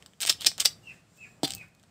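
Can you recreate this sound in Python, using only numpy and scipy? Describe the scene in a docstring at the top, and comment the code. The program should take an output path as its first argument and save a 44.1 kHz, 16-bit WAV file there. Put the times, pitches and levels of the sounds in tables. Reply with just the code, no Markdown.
"""A room with a short tail and a low rumble, one microphone close to a plastic tube of hard candies.
The tube is shaken three times: the candies click along its wall, then slam into its end.
The cap is pulled off with a hollow pop of air and a short squeak, and the candies settle.
Some way off a bird chirps three times, heard mostly by its reflections."""
import sys
import numpy as np
from scipy import signal
from scipy.io import wavfile
from scipy.ndimage import uniform_filter1d

SR = 44100
rng = np.random.default_rng(int(sys.argv[2]) if len(sys.argv) > 2 else 0)


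def master_out(mix):
    """Clip the mix to full scale and print it as 16-bit PCM to the path in sys.argv[1]."""
    frames = np.transpose(np.atleast_2d(mix))
    ceiling = np.clip(frames, -1, 1)
    pcm = np.round(ceiling * 32767).astype(np.int16)
    wavfile.write(sys.argv[1], SR, pcm)


N = 83790

# spectrum of a contact with the tube's wall: frequency_hz, gain_db
WALL_SPECTRUM = [(100, -32.5), (200, -24), (330, -12), (700, -6), (880, -13.5), (1150, -7.5), (2200, -3),
                 (3200, 3.5), (5000, 0), (6600, -4), (8200, 0.5), (10000, -13), (15000, -15.5)]
# modes of the plastic tube: frequency_hz, level_db, t60_s
TUBE_MODES = [(2886, -13, .1), (3017, -12, .1), (3230, -12, .06), (3800, -14, .09), (4080, -10, .07),
              (4240, -10, .07), (4366, -8, .07), (4682, 0, .085), (4984, 0, .075), (5237, -4, .08),
              (5421, 0, .08), (6095, -8, .09), (7570, -11, .07), (8240, -10, .08)]


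def amp(db):
    """Decibels to gain."""
    return 10 ** (np.asarray(db) / 20)


def unit_rms(x):
    """Scales to rms 1."""
    return x / np.sqrt(np.mean(x ** 2) + 1e-20)


def at_frequency(points, hz):
    """Reads a table on a log-frequency axis."""
    f, value = np.transpose(points)
    return np.interp(np.log(hz + 1), np.log(f + 1), value)


def add(mix, start_s, sound):
    """Mixes a sound in at a time."""
    part = mix[max(round(start_s * SR), 0):][:len(sound)]
    part += sound[:len(part)]


def colour(x, spectrum, tilt_db=0, size=2048):
    """Causal filter of unit energy with the given spectrum, tilted per octave above 500 Hz."""
    hz = abs(np.fft.fftfreq(size, 1 / SR))
    log_gain = np.log(amp(at_frequency(spectrum, hz) + tilt_db * np.log2(np.maximum(hz, 500))))
    taps = np.fft.ifft(np.exp(np.conj(signal.hilbert(log_gain)))).real[:size // 2]  # minimum phase
    return signal.fftconvolve(x, taps / np.linalg.norm(taps))[:len(x)]


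def contact(decay_s, spike_share=.12, size=2048):
    """One contact: a spike holding a share of the energy, then a quickly dying scatter."""
    envelope = np.exp(-np.arange(size) / SR / decay_s)
    x = unit_rms(envelope * rng.standard_normal(size)) * np.sqrt((1 - spike_share) / size)
    x[0] = np.sqrt(spike_share)
    return x * np.linalg.norm(envelope)


def ring(modes, size=14000):
    """Dying modes, struck together; neighbours swing in opposite directions."""
    t = np.arange(size) / SR
    return sum((-1) ** k * amp(db - 60 * t / t60) * np.sin(2 * np.pi * hz * t)
               for k, (hz, db, t60) in enumerate(modes))


def wavering_phase(hz, jitter, count, smooth_samples):
    """Phase of a tone whose pitch wobbles at random by the rms fraction jitter."""
    wobble = unit_rms(uniform_filter1d(rng.standard_normal(count), smooth_samples))
    return 2 * np.pi * np.cumsum(hz * (1 + jitter * wobble)) / SR


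def swell(middle_s, half_s, db):
    """A bell-shaped rise and fall of gain."""
    return amp(db) * np.exp(-((np.arange(N) / SR - middle_s) / half_s) ** 2)


def noise_swell(spectrum, middle_s, half_s, db):
    """A short swell of coloured noise."""
    return colour(swell(middle_s, half_s, db) * rng.standard_normal(N), spectrum)


def reflections(x, t60s, size=26000):
    """Sparse reflections dying by rows of frequency_hz, t60_s; a single row sets all bands."""
    taps = rng.standard_normal(size) * (rng.random(size) < .15)
    hz, t, bands = signal.stft(taps, SR, nperseg=256)
    decay = amp(-60 * t / at_frequency(t60s, hz)[:, None])
    tail = signal.istft(bands * decay, SR, nperseg=256)[1]
    tail *= np.minimum(np.arange(len(tail)) / SR / 0.0016, 1)  # fade in
    return signal.fftconvolve(x, tail / np.linalg.norm(tail))[:N]


def background():
    """Noise that swells and sinks as the recorder's noise suppressor opens and closes; rumble, hiss."""
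    # spectra of the noise, a low rumble, a faint hiss and a thin far whine: frequency_hz, gain_db
    noise_spectrum = [(25, -29), (60, -8), (110, -3.5), (175, 1), (240, -8), (400, -12), (700, -12.5),
                      (900, -17.5), (1150, -17), (2500, -21), (6300, -27.5), (7700, -26), (9500, -32),
                      (15500, -43)]
    rumble_spectrum = [(25, -17.5), (60, -1.5), (110, 3.5), (180, -0.5), (300, -9.5), (1200, -20),
                       (5000, -54)]
    hiss_spectrum = [(1000, -28), (5000, -2.5), (6500, -6), (7500, 0), (8400, -1.5), (9500, -17),
                     (15000, -12.5)]
    whine_spectrum = [(3000, -45), (6700, -25), (7150, 0), (7500, 0), (7900, -22), (12000, -45)]
    # rise and fall of the first three: time_s, level_db
    noise_levels = [(0, -59.5), (.08, -62), (.16, -66.5), (.4, -62), (.78, -62.5), (.85, -61.5), (.92, -57),
                    (0.979, -60), (1.03, -63.5), (1.17, -64), (1.27, -59.5), (1.37, -64), (1.5, -61),
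                    (1.63, -58), (1.71, -65.5), (1.9, -64)]
    rumble_levels = [(0, -61), (.17, -74.5), (.3, -56.5), (.55, -59.5), (.76, -57.5), (1.049, -73),
                     (1.33, -60.5), (1.57, -54), (1.72, -70), (1.9, -67.5)]
    hiss_levels = [(0, -71), (.7, -81), (.85, -66.5), (.94, -65), (1.05, -80), (1.17, -68), (1.3, -68.5),
                   (1.42, -77), (1.62, -64.5), (1.72, -80), (1.9, -76)]
    out = np.zeros(N)
    for spectrum, levels in ((noise_spectrum, noise_levels), (rumble_spectrum, rumble_levels),
                             (hiss_spectrum, hiss_levels)):
        gain = amp(np.interp(np.arange(N) / SR, *np.transpose(levels)))
        out += gain * unit_rms(colour(rng.standard_normal(N), spectrum, size=8192))
    return out + noise_swell(whine_spectrum, middle_s=1.24, half_s=.12, db=-67)


def room_tail(x, count=3, turn_hz=1.3):
    """A short, diffuse room tail: a few sets of reflections fade in turn, so no single pitch lingers."""
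    # decay of the room: frequency_hz, t60_s
    t60s = [(200, 0.13), (1000, .27), (3000, .22), (5000, .21), (8000, .22), (15000, .2)]
    turn = 2 * np.pi * turn_hz * np.arange(N) / SR
    return sum(reflections(x * np.sqrt(2 / count) * np.cos(turn + np.pi * k / count), t60s)
               for k in range(count))


def distant_bird():
    """A whistle that sags, then drops away hoarsely, with more reflected than direct sound."""
    # chirps: start_s, pitch_hz, relative_level_db, onset_pitch_ratio
    chirps = [(.829, 2800, -40.5, 1.02), (1.172, 2697, -41.5, 0.96), (1.539, 2631, -41, 1.0)]
    # course of one chirp: time_s, pitch_ratio, gain_db
    chirp_shape = [(0, 1.0, -22), (0.029, 1.0, -14.5), (.040, .98, -3.5), (.058, .94, -5),
                   (0.072, .915, -1), (0.076, .81, -13), (.088, .64, -12), (0.099, .5, -26)]
    settle_s, octave_db = 0.0248, -26
    times, ratios, gains_db = np.transpose(chirp_shape)
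    out, t = np.zeros(N), np.arange(0, times[-1], 1 / SR)
    jitter = .02 + .13 * (t / times[-1]) ** 6  # hoarse at the end
    for start_s, hz, db, onset_ratio in chirps:
        glide = np.interp(t, times, ratios) * (1 + (onset_ratio - 1) * np.exp(-t / settle_s))
        phase = wavering_phase(hz * glide, jitter, len(t), smooth_samples=40)
        whistle = np.sin(phase) + amp(octave_db) * np.sin(2 * phase)
        add(out, start_s, amp(db + np.interp(t, times, gains_db)) * whistle)
    near = reflections(out, [(2500, 0.16)])
    far = reflections(out, [(2500, 0.42)])
    return amp(-4) * out + near + amp(-5.5) * far


def cap_pop(pop_s=1.4324, rise_s=0.0012, scrape_decay_s=0.01):
    """Fingers brush the cap; then the rim scrapes free, air puffs and the air in the tube rings."""
    # modes of the air in the opened tube: frequency_hz, level_db, t60_s
    air_modes = [(149, -6, 0.072), (280.8, 3, 0.1), (412, -18.5, 0.048), (533, -14, 0.036),
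                 (753, -7, 0.031), (783, -19.5, 0.29)]
    # spectra of the fingers, the first push of air and the rim: frequency_hz, gain_db
    grip_spectrum = [(500, -11), (3000, -3), (8000, 2), (10000, -10), (15000, -0.5)]
    puff_spectrum = [(60, -18), (160, -4), (300, -1.5), (650, 6), (950, -3.5), (1300, -26.5), (2500, -31),
                     (8000, -53)]
    rim_spectrum = [(200, -3), (1000, -3.5), (2500, -5.5), (3600, 6), (5600, 0), (6800, -4.5), (8200, 7),
                    (10000, -17), (15000, -9)]
    out = noise_swell(grip_spectrum, middle_s=1.173, half_s=.012, db=-63)
    air = ring(air_modes)
    t = np.arange(len(air)) / SR
    pop = air * (1 - np.exp(-t / rise_s))
    puff = colour(1. * (t == 0), puff_spectrum)
    scrape = colour(rng.standard_normal(len(t)) * np.exp(-t / scrape_decay_s), rim_spectrum)
    add(out, pop_s, amp(-26.5) * scrape - amp(-22) * pop - amp(-2) * puff)
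    return out


def cap_squeak(start_s=1.4405, length_s=.018, jitter=0.0085):
    """The plastic of the cap squeaks: wavering partials with a rasp of friction."""
    # partials of the squeak: frequency_hz, level_db
    partials = [(3555, -9), (3750, -25), (4175, -7), (4705, -0.5), (4870, -25)]
    # spectrum of the friction: frequency_hz, gain_db
    rasp_spectrum = [(300, -5), (1200, -11), (2000, -2), (2600, -4.5), (3600, 7), (5500, -1), (6500, -6.5),
                     (8300, -2.5), (10000, -10), (15000, -16)]
    out, progress = np.zeros(N), np.arange(0, 1, 1 / (length_s * SR))
    tone = sum(amp(db) * np.sin(wavering_phase(hz, jitter, len(progress), smooth_samples=30))
               for hz, db in partials)
    rasp = colour(rng.standard_normal(len(progress)), rasp_spectrum)
    envelope = np.sqrt(abs(np.sin(np.pi * progress)))
    add(out, start_s, (amp(-26.5) * tone + amp(-28) * rasp) * envelope)
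    return out


def candy_slides(grains_per_s=1500, spread_db=4.5):
    """The pile slides in a stream of tiny contacts, and once rubs back along the wall."""
    # the pile sliding and jostling: middle_s, half_length_s, level_db
    slides = [(0.23, 0.015, -31), (0.277, 0.009, -30), (0.299, .009, -21), (0.429, 0.017, -42.5),
              (.470, 0.0069, -25), (0.61, 0.011, -30), (0.659, 0.0089, -26.5), (1.494, 0.04, -45.5)]
    # spectrum of the rub: frequency_hz, gain_db
    rub_spectrum = [(500, -23), (2500, -18.5), (3100, 0), (3500, 0), (4200, -18), (12000, -38)]
    grains = (rng.random(N) < grains_per_s / SR) * rng.choice([-1, 1], N)
    strength = amp(spread_db * np.minimum(rng.exponential(1, N), 2))
    motion = sum(swell(*slide) for slide in slides)
    rub = noise_swell(rub_spectrum, middle_s=.418, half_s=0.025, db=-45.5)
    return colour(unit_rms(grains * strength) * motion, WALL_SPECTRUM) + rub


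def candy_clicks():
    """Single candies knock on the wall and on each other; the tube rings faintly along."""
    # knocks: start_s, relative_level_db, tilt_db_per_octave
    clicks = [(.0245, -40.5, -1.5), (.0612, -35.5, 0.5), (.1348, -49, -2.5), (.2046, -21.5, -1.5),
              (.2110, -20, 4.5), (.2164, -20, 1.5), (.2214, -17.5, 5), (.2305, -18.5, 1.5),
              (.2511, -18, -2), (.2625, -17, 2.5), (.2707, -16.5, 6), (.2762, -16.5, 3), (.2788, -21, -1),
              (.2884, -24, -2), (.3074, -22.5, 1.5), (.3168, -24.5, 1), (.3258, -22, 3), (0.4056, -39, 0),
              (.4092, -25.5, 1), (.4189, -24, 2), (.4232, -30.5, -1), (.4470, -21, -0.5),
              (.4583, -29, -3.5), (.5163, -30, -2.5), (0.58, -26.5, 2), (.5847, -31, -4.5),
              (.5900, -36.5, -4.5), (.5999, -15.5, 2), (.6032, -11.5, 4.5), (.6065, -18, 2),
              (.6099, -27, 2.5), (.6148, -26.5, 6.5), (.6205, -39, -2), (.6250, -29, -2.5),
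              (.6472, -23, 10), (1.4743, -28.5, -3.5), (1.4788, -24, 1.5), (1.4985, -37, -3),
              (1.5063, -21.5, 0.5), (1.5204, -28, 4), (1.5363, -25.5, 0.5), (1.5496, -21, 12.5),
              (1.5675, -42.5, 5.5), (1.5815, -42, 4.5), (1.684, -57.5, 9), (1.7495, -51.5, 6),
              (1.797, -52.5, 1.5), (1.830, -52, 4.5), (1.8365, -48, -3.5)]
    out, tube_ring = np.zeros(N), ring(TUBE_MODES)
    for start_s, db, tilt_db in clicks:
        click = colour(contact(decay_s=0.0011), WALL_SPECTRUM, tilt_db)
        add(out, start_s, amp(db - 1) * click)
        add(out, start_s, amp(db - 36) * tube_ring)
    return out


def candy_slams():
    """Each shake throws the pile into the end of the tube: a cluster of hard hits that ring it."""
    # candies striking the end: start_s, relative_level_db
    hits = [(.2948, -14.5), (.2963, -10), (.2988, -8), (.3012, -19.5), (.4615, -17), (.4647, -8),
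            (.4672, -12), (.4684, -3.5), (.4710, -11), (.6505, -23), (.6526, -12), (.6552, -5.5),
            (.6577, -3), (.6598, -22.5)]
    # spectrum of a contact with the end: frequency_hz, gain_db
    end_spectrum = [(100, -44.5), (200, -32), (350, -17.5), (700, -11), (880, -23.5), (1300, -17.5),
                    (2200, -11.5), (3200, -2), (4200, -0.5), (5100, 7.5), (6800, -6.5), (8100, -1.5),
                    (10000, -14), (15000, -15)]
    out, tube_ring = np.zeros(N), ring(TUBE_MODES)
    for start_s, db in hits:
        hit = colour(contact(decay_s=0.0014), end_spectrum)
        add(out, start_s, amp(db - 1.5) * hit)
        add(out, start_s, amp(db - 22) * tube_ring)
    return out


def scene():
    """The small tube, weak in the bass, close by with near reflections and room; the bird farther off."""
    tube = candy_clicks() + candy_slams() + candy_slides() + cap_pop() + cap_squeak()
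    tube = signal.sosfilt(signal.butter(3, 110, "high", fs=SR, output="sos"), tube)
    near = amp(-9) * reflections(tube, [(2500, 0.062)])
    return (tube + near + amp(-16) * room_tail(tube) + distant_bird() + background())[None]


def record(dry):
    """The microphone's bass roll-off, soft overload on the hardest hits, then the band limit."""
    low_hz, high_hz = 44.7, 15650
    bass_roll_off = signal.butter(2, low_hz, "high", fs=SR, output="sos")
    overloaded = np.tanh(signal.sosfilt(bass_roll_off, dry))
    band_limit = signal.firwin(401, high_hz, window=("kaiser", 8), fs=SR)
    return signal.oaconvolve(overloaded, band_limit[None], "same")


dry = scene()
out = record(dry)
master_out(out)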